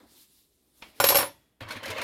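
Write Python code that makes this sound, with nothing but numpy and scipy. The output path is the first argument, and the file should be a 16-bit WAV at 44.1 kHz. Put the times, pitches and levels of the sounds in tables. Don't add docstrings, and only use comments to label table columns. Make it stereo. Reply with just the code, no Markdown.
import sys
import numpy as np
from scipy import signal
from scipy.io import wavfile

SR = 44100
rng = np.random.default_rng(int(sys.argv[2]) if len(sys.argv) > 2 else 0)


def pcm_store(signal):
    levels = np.round(np.clip(np.atleast_2d(signal), -1, 1) * 32767)
    wavfile.write(sys.argv[1], SR, levels.astype(np.int16).T)


N = 89522
T = np.arange(N) / SR

# pitch_hz, correlation
LIKENESS = [(50, 1), (400, 0.82), (600, 0.3), (1200, -0.041), (2500, -0.0057), (8000, -0.011), (15000, .1)]
# pitch_hz, left_minus_right_db
BALANCE = [(100, .5), (550, 4), (1200, 1.5), (2500, 3), (5000, -1), (9000, 1.5), (15000, -2.5)]

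# pitch_hz, level_db_per_hz
KITCHEN_COLOUR = [(25, -6), (60, 2), (130, -1.5), (200, 0.5), (295, 2), (450, -4), (1000, -14),
                  (1400, -20.5), (1900, -17), (2700, -22.5), (3500, -22), (7000, -32), (11900, -17),
                  (16000, -28)]
KITCHEN_DB, HUM_HZ, HUM_DB = -72, 61.3, -80

# time_s, level_db
RUB_LEVEL = [(0, -72), (.058, -72), (.128, -59.5), (.23, -57.5), (.27, -67.5), (.39, -62.5), (.48, -74),
             (.734, -73), (.778, -64.5), (.88, -63.5), (.94, -69), (.995, -58.5)]
# pitch_hz, level_db_per_hz
RUB_COLOUR = [(600, -25), (1000, -11), (1700, -13), (2600, -8.5), (4020, 0), (6400, -6), (12100, -1.5),
              (16000, -12.5)]
RUB_DB, RUB_FLICKER_DB = 3.5, 1.6
# time_s, level_db
HANDLING_LEVEL = [(0, -52), (.08, -64), (.2, -70), (.35, -110), (.74, -75.5), (.8, -68), (.96, -68.5),
                  (.99, -58), (1.02, -82)]
# pitch_hz, level_db_per_hz
HANDLING_COLOUR = [(35, -22.5), (60, -16.5), (200, -13), (290, -5.5), (400, -16), (890, -17), (1770, -22.5),
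                   (2570, -35), (4000, -24), (6500, -44.5)]
# time_s, level_db
SLIDE_LEVEL = [(.808, -86), (.815, -59), (.86, -58), (.93, -60.5), (.995, -58.5), (1.01, -81.5)]
# pitch_hz, level_db_per_hz
SLIDE_COLOUR = [(150, -7.5), (300, 3), (550, -0.5), (1000, -3.5), (1600, -7), (2250, -1.5), (2700, -3.5),
                (3200, -1), (5400, -7), (7000, -22.5), (16000, -34.5)]
HANDS_LEFT_DB = 3.5

# pitch_hz, level_db_per_hz
TAP_COLOUR = [(100, -8), (400, -8), (1000, 2.5), (1600, -2.5), (2600, 2.5), (4000, -7.5), (5500, -12),
              (7500, -29), (16000, -33.5)]
# pitch_hz, level_db, t60_s (time to die by 60 dB)
TAP_MODES = [(2250, -7, 0.26), (2750, -1, 0.043), (3180, -10, .2)]
TAP_S, TAP_DB, TAP_T60_S, TAP_RING_DB = .822, -33.5, 0.042, -43

# pitch_hz, t60_s
ROOM_T60 = [(100, 0.49), (500, 0.22), (2000, 0.21), (6000, 0.24), (14000, 0.11)]
ROOM_DB, LATE_DB, LATE_T60_S = -9.5, -45.5, 0.92
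BLOW_SWELL_S = 0.0015

# start_s, clank_low_db,
# clank_middle_db, clank_high_db, spoon_ring_db, # favoured_spoon_pitch_hz, pan_ring_db, knock_pitch_hz,
# knock_level_db
CONTACTS = [(1.0003, -12.5, -17.5, -26.5, -24, 7500, -20, 1430, -12.5),
            (1.0400, -13.5, -11.5, -16.5, -25, 15300, -22.5, 1830, -19.5),
            (1.065, -29, -23.5, -30, -25, 11500, -37.5, 1145, -27.5),
            (1.0871, -21.5, -15, -11, -20.5, 11800, -27.5, 3990, -15),
            (1.1030, -23, -17, -21.5, -30.5, 11500, -24, 870, -19),
            (1.1200, -22.5, -28, -34.5, -29, 9000, -28.5, 745, -18.5),
            (1.1240, -25.5, -28, -35, -38.5, 5400, -35, 1033, -17.5),
            (1.1451, -18, -20.5, -29, -30, 11500, -24.5, 570, -22.5),
            (1.1546, -17, -16.5, -15, -25.5, 15300, -27, 1103, -16.5),
            (1.1690, -24, -19.5, -20, -24, 10700, -32, 5480, -19),
            (1.1860, -16.5, -21.5, -25.5, -25, 11000, -28.5, 1050, -23.5),
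            (1.2060, -21, -27, -42, -30, 9500, -25, 996, -26),
            (1.2280, -23.5, -27, -50, -39, 12800, -27, 1376, -29)]
CLANK_CENTRES = [905, 4126, 10100]
# pitch_hz, level_db_per_hz
CLANK_COLOUR = [(40, -29), (110, -5), (180, -16.5), (320, -3.5), (410, -9), (540, 4), (750, 0.5), (1000, 0),
                (1500, 0.5), (2500, 0.5), (4200, -1.5), (6500, -4.5), (9000, -4.5), (12500, -5.5),
                (14000, -13), (16000, -16.5)]
CLANK_DB, CLANK_T60_S, CLANK_RESPONSE_S = 4.5, 0.026, .7
KNOCK_T60_S, KNOCK_SWELL_S = .055, 0.0015
# pitch_hz, level_db, t60_s
SPOON_MODES = [(3998, -8, .12), (4590, -10, .07), (5472, -4, .23), (7347, -7, .12), (8847, -8, .13),
               (9990, -3, .23), (11120, -9, .1), (11492, 3, .18), (12822, -13, .29), (14993, -5.5, .11),
               (15339, -2, .14), (15428, -5, .11)]
# pitch_hz, level_db, t60_s
PAN_AND_TAIL_TONES = [(298.9, -19, 0.31), (321.3, -12.5, 0.15), (531.2, -2.5, .13), (555, 1.5, 0.16),
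                      (569, -6, 0.097), (901, -11, 0.26), (997, -4, 0.16), (1119, 0.5, 0.07),
                      (1221, -12, .14), (1402, -5.5, 0.072), (1548, -6, 0.06), (1864, -7, 0.086),
                      (2234, -13, 0.15), (1895, -39.5, 0.81), (3350, -41.5, 1)]
SPOON_DETUNE, PAN_DETUNE = .0012, 0.013
SPOON_CHOKE_DB, PAN_CHOKE_DB, CHOKE_S = 4, 1, 0.0033
FAVOUR_DB, FAVOUR_WIDTH_HZ = 8.5, 1200
STRIKE_SPREAD_DB, RING_SWELL_S = 0.2, 0.0017
WAVER_DB, WAVER_HZ = 2.5, 23

# time_s, level_db
STIR_LEVEL = [(1.602, -79.5), (1.608, -35), (1.62, -39.5), (1.67, -48), (1.712, -34.5), (1.746, -40.5),
              (1.768, -36), (1.785, -41.5), (1.82, -47), (1.836, -36.5), (1.912, -34), (1.952, -38.5),
              (1.986, -31.5), (2.004, -33.5), (2.03, -33.5)]
# pitch_hz, level_db_per_hz
WATER_COLOUR = [(30, -32.5), (50, -19.5), (91, -4.5), (175, -9), (290, 0.5), (362, -10.5), (532, 0),
                (783, -14.5), (980, -4.5), (1500, -7), (2400, -5.5), (4000, -13), (7500, -25.5),
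                (11100, -26), (16000, -35)]
WASH_DB, WASH_FLICKER_DB = -4.5, 2
BUBBLES_DB, BUBBLES_PER_S, BUBBLE_SPREAD_DB = -1, 1000, 3.8
BUBBLE_LOW_HZ, BUBBLE_HIGH_HZ = 500.4, 4796
BUBBLE_CYCLES, BUBBLE_SWELL_S = 50, 0.00035
BUBBLE_RISE_PER_S = 3
SINK_DB, SINK_T60_S = 0, .2
# start_s, level_db
SPLASHES = [(1.605, -51.5), (1.624, -52), (1.686, -41.5), (1.707, -33), (1.721, -38), (1.763, -42.5),
            (1.831, -39), (1.855, -34), (1.88, -36.5), (1.902, -30), (1.98, -36.5), (2.015, -28.5)]
# pitch_hz, level_db_per_hz
SPRAY_COLOUR = [(300, -40), (1500, 6.5), (4000, 3.5), (6000, -1), (8000, -9.5), (11300, 0), (13000, -10.5),
                (16000, -20.5)]
SPLASH_T60_S = 0.083
# start_s, pitch_hz, level_db, t60_s
PLOPS = [(1.615, 105.6, -33.5, 0.13), (1.617, 251.5, -39.5, 0.066), (1.652, 96.4, -42, 0.19),
         (1.708, 1484, -25.5, 0.062), (1.709, 4260, -26.5, 0.046), (1.755, 100, -40, 0.21),
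         (1.765, 2410, -31, 0.05), (1.766, 270, -29.5, 0.045), (1.895, 97, -39, 0.23),
         (1.897, 435, -34.5, 0.17), (1.908, 988, -33, 0.18), (1.928, 2120, -26.5, 0.054),
         (1.961, 521, -29, 0.14), (1.982, 2430, -25, 0.052), (1.99, 86, -44, 0.14),
         (2.008, 954, -30.5, 0.15)]
PLOP_RISE_PER_S, PLOP_SWELL_S = 1, 0.002


def from_db(db):
    return 10 ** (np.asarray(db) / 20)


def rms_one(x):
    return x / np.sqrt(np.mean(x ** 2) + 1e-20)


def level(rows):
    return from_db(np.interp(T, *np.transpose(rows), left=-120, right=-120))


def at_hz(points, hz):
    table_hz, values = np.transpose(points)
    return np.interp(np.log(hz), np.log(table_hz), values)


def left_right(total_db):
    return from_db(total_db * np.array([[.5], [-.5]]))


def balance(hz):
    return left_right(at_hz(BALANCE, hz))


def drift(rate_hz):
    step = 40
    r = np.exp(-2 * np.pi * rate_hz * step / SR)
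    noise = rng.standard_normal(N // step + 2002)
    slow = signal.lfilter([1], [1, -2 * r, r * r], noise)[2000:]
    return np.interp(np.arange(N) / step, np.arange(len(slow)), rms_one(slow))


def noise_bands(colour):
    edges = np.geomspace(25, 17500, 29)
    centres = np.sqrt(edges[1:] * edges[:-1])
    gains = from_db(at_hz(colour, centres)) * np.sqrt(np.diff(edges))
    gains = gains / np.linalg.norm(gains)
    white = rng.standard_normal((2, 2, N))
    for k, (hz, gain) in enumerate(zip(centres, gains)):
        band_filter = signal.butter(2, edges[k:k + 2], "band", fs=SR, output="sos")
        mid, side = rms_one(signal.sosfilt(band_filter, white[k % 2]))
        alike = np.clip(at_hz(LIKENESS, hz), -1, 1)
        shared = np.sqrt((1 + alike) / 2) * mid
        opposite = np.sqrt((1 - alike) / 2) * side * [[1], [-1]]
        yield hz, gain * balance(hz) * (shared + opposite)


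def hiss(colour, flicker_db):
    return sum(band * from_db(flicker_db * drift(18)) for hz, band in noise_bands(colour))


def add(out, start_s, sound):
    part = out[:, int(start_s * SR):][:, :sound.shape[1]]
    part += sound[:, :part.shape[1]]


def ping(hz, t60, swell_s, rise_per_s=0):
    age = T[:int(2 * t60 * SR)]
    phase, way = rng.random(2)
    apart = np.arccos(np.clip(at_hz(LIKENESS, hz), -1, 1)) * np.sign(way - .5)
    envelope = (1 - np.exp(-age / swell_s)) * np.exp(-np.log(1000) * age / t60)
    cycles = phase + hz * age * (1 + rise_per_s * age / 2)
    return balance(hz) * envelope * np.sin(2 * np.pi * cycles + apart * np.array([[.5], [-.5]]))


def clicks(start_s, sizes):
    out = np.zeros(N, np.asarray(sizes).dtype)
    np.add.at(out, np.clip((start_s * SR).astype(int), 0, N - 1), sizes)
    return out


def dying(power, t60):
    return signal.lfilter([1], [1, -np.exp(-2 * np.log(1000) / (t60 * SR))], power + 1e-18)


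def burst(start_s, db, t60, hz):
    blow = clicks(start_s, from_db(db) ** 2)
    power = dying(blow, t60)
    power = power + from_db(ROOM_DB) ** 2 * dying(blow, at_hz(ROOM_T60, hz))
    power = power + from_db(LATE_DB) ** 2 * dying(blow, LATE_T60_S)
    r = np.exp(-1 / (BLOW_SWELL_S * SR))
    return np.sqrt(signal.lfilter([1 - r], [1, -r], power))


def struck(tones, start_s, db, favoured_hz=None, detune=0, choke_db=0):
    out = np.zeros((2, N))
    damping = from_db(-choke_db * np.clip((T - start_s[:, None]) / CHOKE_S, 0, 1))
    left_ringing = [damping[k + 1:, int(start * SR):].prod(axis=0) for k, start in enumerate(start_s)]
    for hz, tone_db, t60 in tones:
        strike_db = db + tone_db + STRIKE_SPREAD_DB * rng.standard_normal(len(start_s))
        if favoured_hz is not None:
            strike_db = strike_db + FAVOUR_DB * np.exp(-((hz - favoured_hz) / FAVOUR_WIDTH_HZ) ** 2)
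        ring = np.zeros((2, N))
        for start, size, share in zip(start_s, from_db(strike_db), left_ringing):
            tuned_hz = hz * (1 + detune * rng.standard_normal())
            tone = ping(tuned_hz, t60, RING_SWELL_S)[:, :len(share)]
            add(ring, start, size * tone * share[:tone.shape[1]])
        waver = np.array([drift(WAVER_HZ), drift(WAVER_HZ)])
        out += ring * from_db(WAVER_DB * waver)
    return out


def kitchen():
    room = from_db(KITCHEN_DB) * hiss(KITCHEN_COLOUR, flicker_db=0.0)
    hum = from_db(HUM_DB) * np.sin(2 * np.pi * HUM_HZ * T)
    return room + hum


def hands():
    rub = from_db(RUB_DB) * level(RUB_LEVEL) * hiss(RUB_COLOUR, RUB_FLICKER_DB)
    slide = level(SLIDE_LEVEL) * hiss(SLIDE_COLOUR, flicker_db=2.0)
    handling = level(HANDLING_LEVEL) * hiss(HANDLING_COLOUR, flicker_db=2.5)
    return (rub + slide + handling) * left_right(HANDS_LEFT_DB)


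def tap():
    start_s = np.array([TAP_S])
    tick = sum(band * burst(start_s, TAP_DB, TAP_T60_S, hz) for hz, band in noise_bands(TAP_COLOUR))
    return tick + struck(TAP_MODES, start_s, TAP_RING_DB)


def clank(start_s, low_middle_high_db):
    out = 0
    length = int(CLANK_RESPONSE_S * SR)
    for hz, band in noise_bands(CLANK_COLOUR):
        db = [np.interp(np.log(hz), np.log(CLANK_CENTRES), row) for row in low_middle_high_db]
        response = band[:, -length:] * burst(np.zeros(1), 0, CLANK_T60_S, hz)[:length]
        blows = clicks(start_s, from_db(db) * rng.choice([-1, 1], len(start_s)))
        out = out + signal.fftconvolve(response, blows[None], axes=1)[:, :N]
    return from_db(CLANK_DB) * out


def knocks(start_s, knock_hz, knock_db):
    out = np.zeros((2, N))
    for start, hz, db in zip(start_s, knock_hz, knock_db):
        add(out, start, from_db(db) * ping(hz, KNOCK_T60_S, KNOCK_SWELL_S))
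    return out


def clatter():
    columns = np.transpose(CONTACTS)
    start_s, *clank_db, spoon_db, favoured_hz, pan_db, knock_hz, knock_db = columns
    spoon_ring = struck(SPOON_MODES, start_s, spoon_db, favoured_hz, SPOON_DETUNE, SPOON_CHOKE_DB)
    pan_and_tail = struck(PAN_AND_TAIL_TONES, start_s, pan_db, None, PAN_DETUNE, PAN_CHOKE_DB)
    blows = clank(start_s, np.transpose(clank_db)) + knocks(start_s, knock_hz, knock_db)
    return blows + spoon_ring + pan_and_tail


def bubbles():
    out = np.zeros((2, N))
    for when, pitch, luck in rng.random((int(BUBBLES_PER_S * N / SR), 3)):
        hz = BUBBLE_LOW_HZ * (BUBBLE_HIGH_HZ / BUBBLE_LOW_HZ) ** pitch
        extra_db = BUBBLE_SPREAD_DB * min(-np.log(1 - luck), 2)
        size = from_db(extra_db + at_hz(WATER_COLOUR, hz)) * hz
        tone = ping(hz, BUBBLE_CYCLES / hz, BUBBLE_SWELL_S, BUBBLE_RISE_PER_S)
        add(out, when * N / SR, size * tone)
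    return rms_one(out)


def sink(x):
    age = T[:SR // 3]
    walls = rng.standard_normal((2, len(age))) * np.exp(-np.log(1000) * age / SINK_T60_S)
    walls = walls / np.linalg.norm(walls, axis=1, keepdims=True)
    return x + from_db(SINK_DB) * signal.fftconvolve(x, walls, axes=1)[:, :N]


def stirring():
    wash = from_db(WASH_DB) * hiss(WATER_COLOUR, WASH_FLICKER_DB)
    bubbling = from_db(BUBBLES_DB) * rms_one(sink(bubbles()))
    return level(STIR_LEVEL) * (wash + bubbling)


def splashes():
    start_s, db = np.transpose(SPLASHES)
    return sum(band * burst(start_s, db, SPLASH_T60_S, hz) for hz, band in noise_bands(SPRAY_COLOUR))


def plops():
    out = np.zeros((2, N))
    for start, hz, db, t60 in PLOPS:
        add(out, start, from_db(db) * ping(hz, t60, PLOP_SWELL_S, PLOP_RISE_PER_S))
    return out


def scene():
    water = stirring() + splashes() + plops()
    return kitchen() + hands() + tap() + clatter() + water


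def record(dry):
    top_cut = signal.cheby2(16, 70, 16800, fs=SR, output="sos")
    return signal.sosfilt(top_cut, np.tanh(dry))


dry = scene()
out = record(dry)
pcm_store(out)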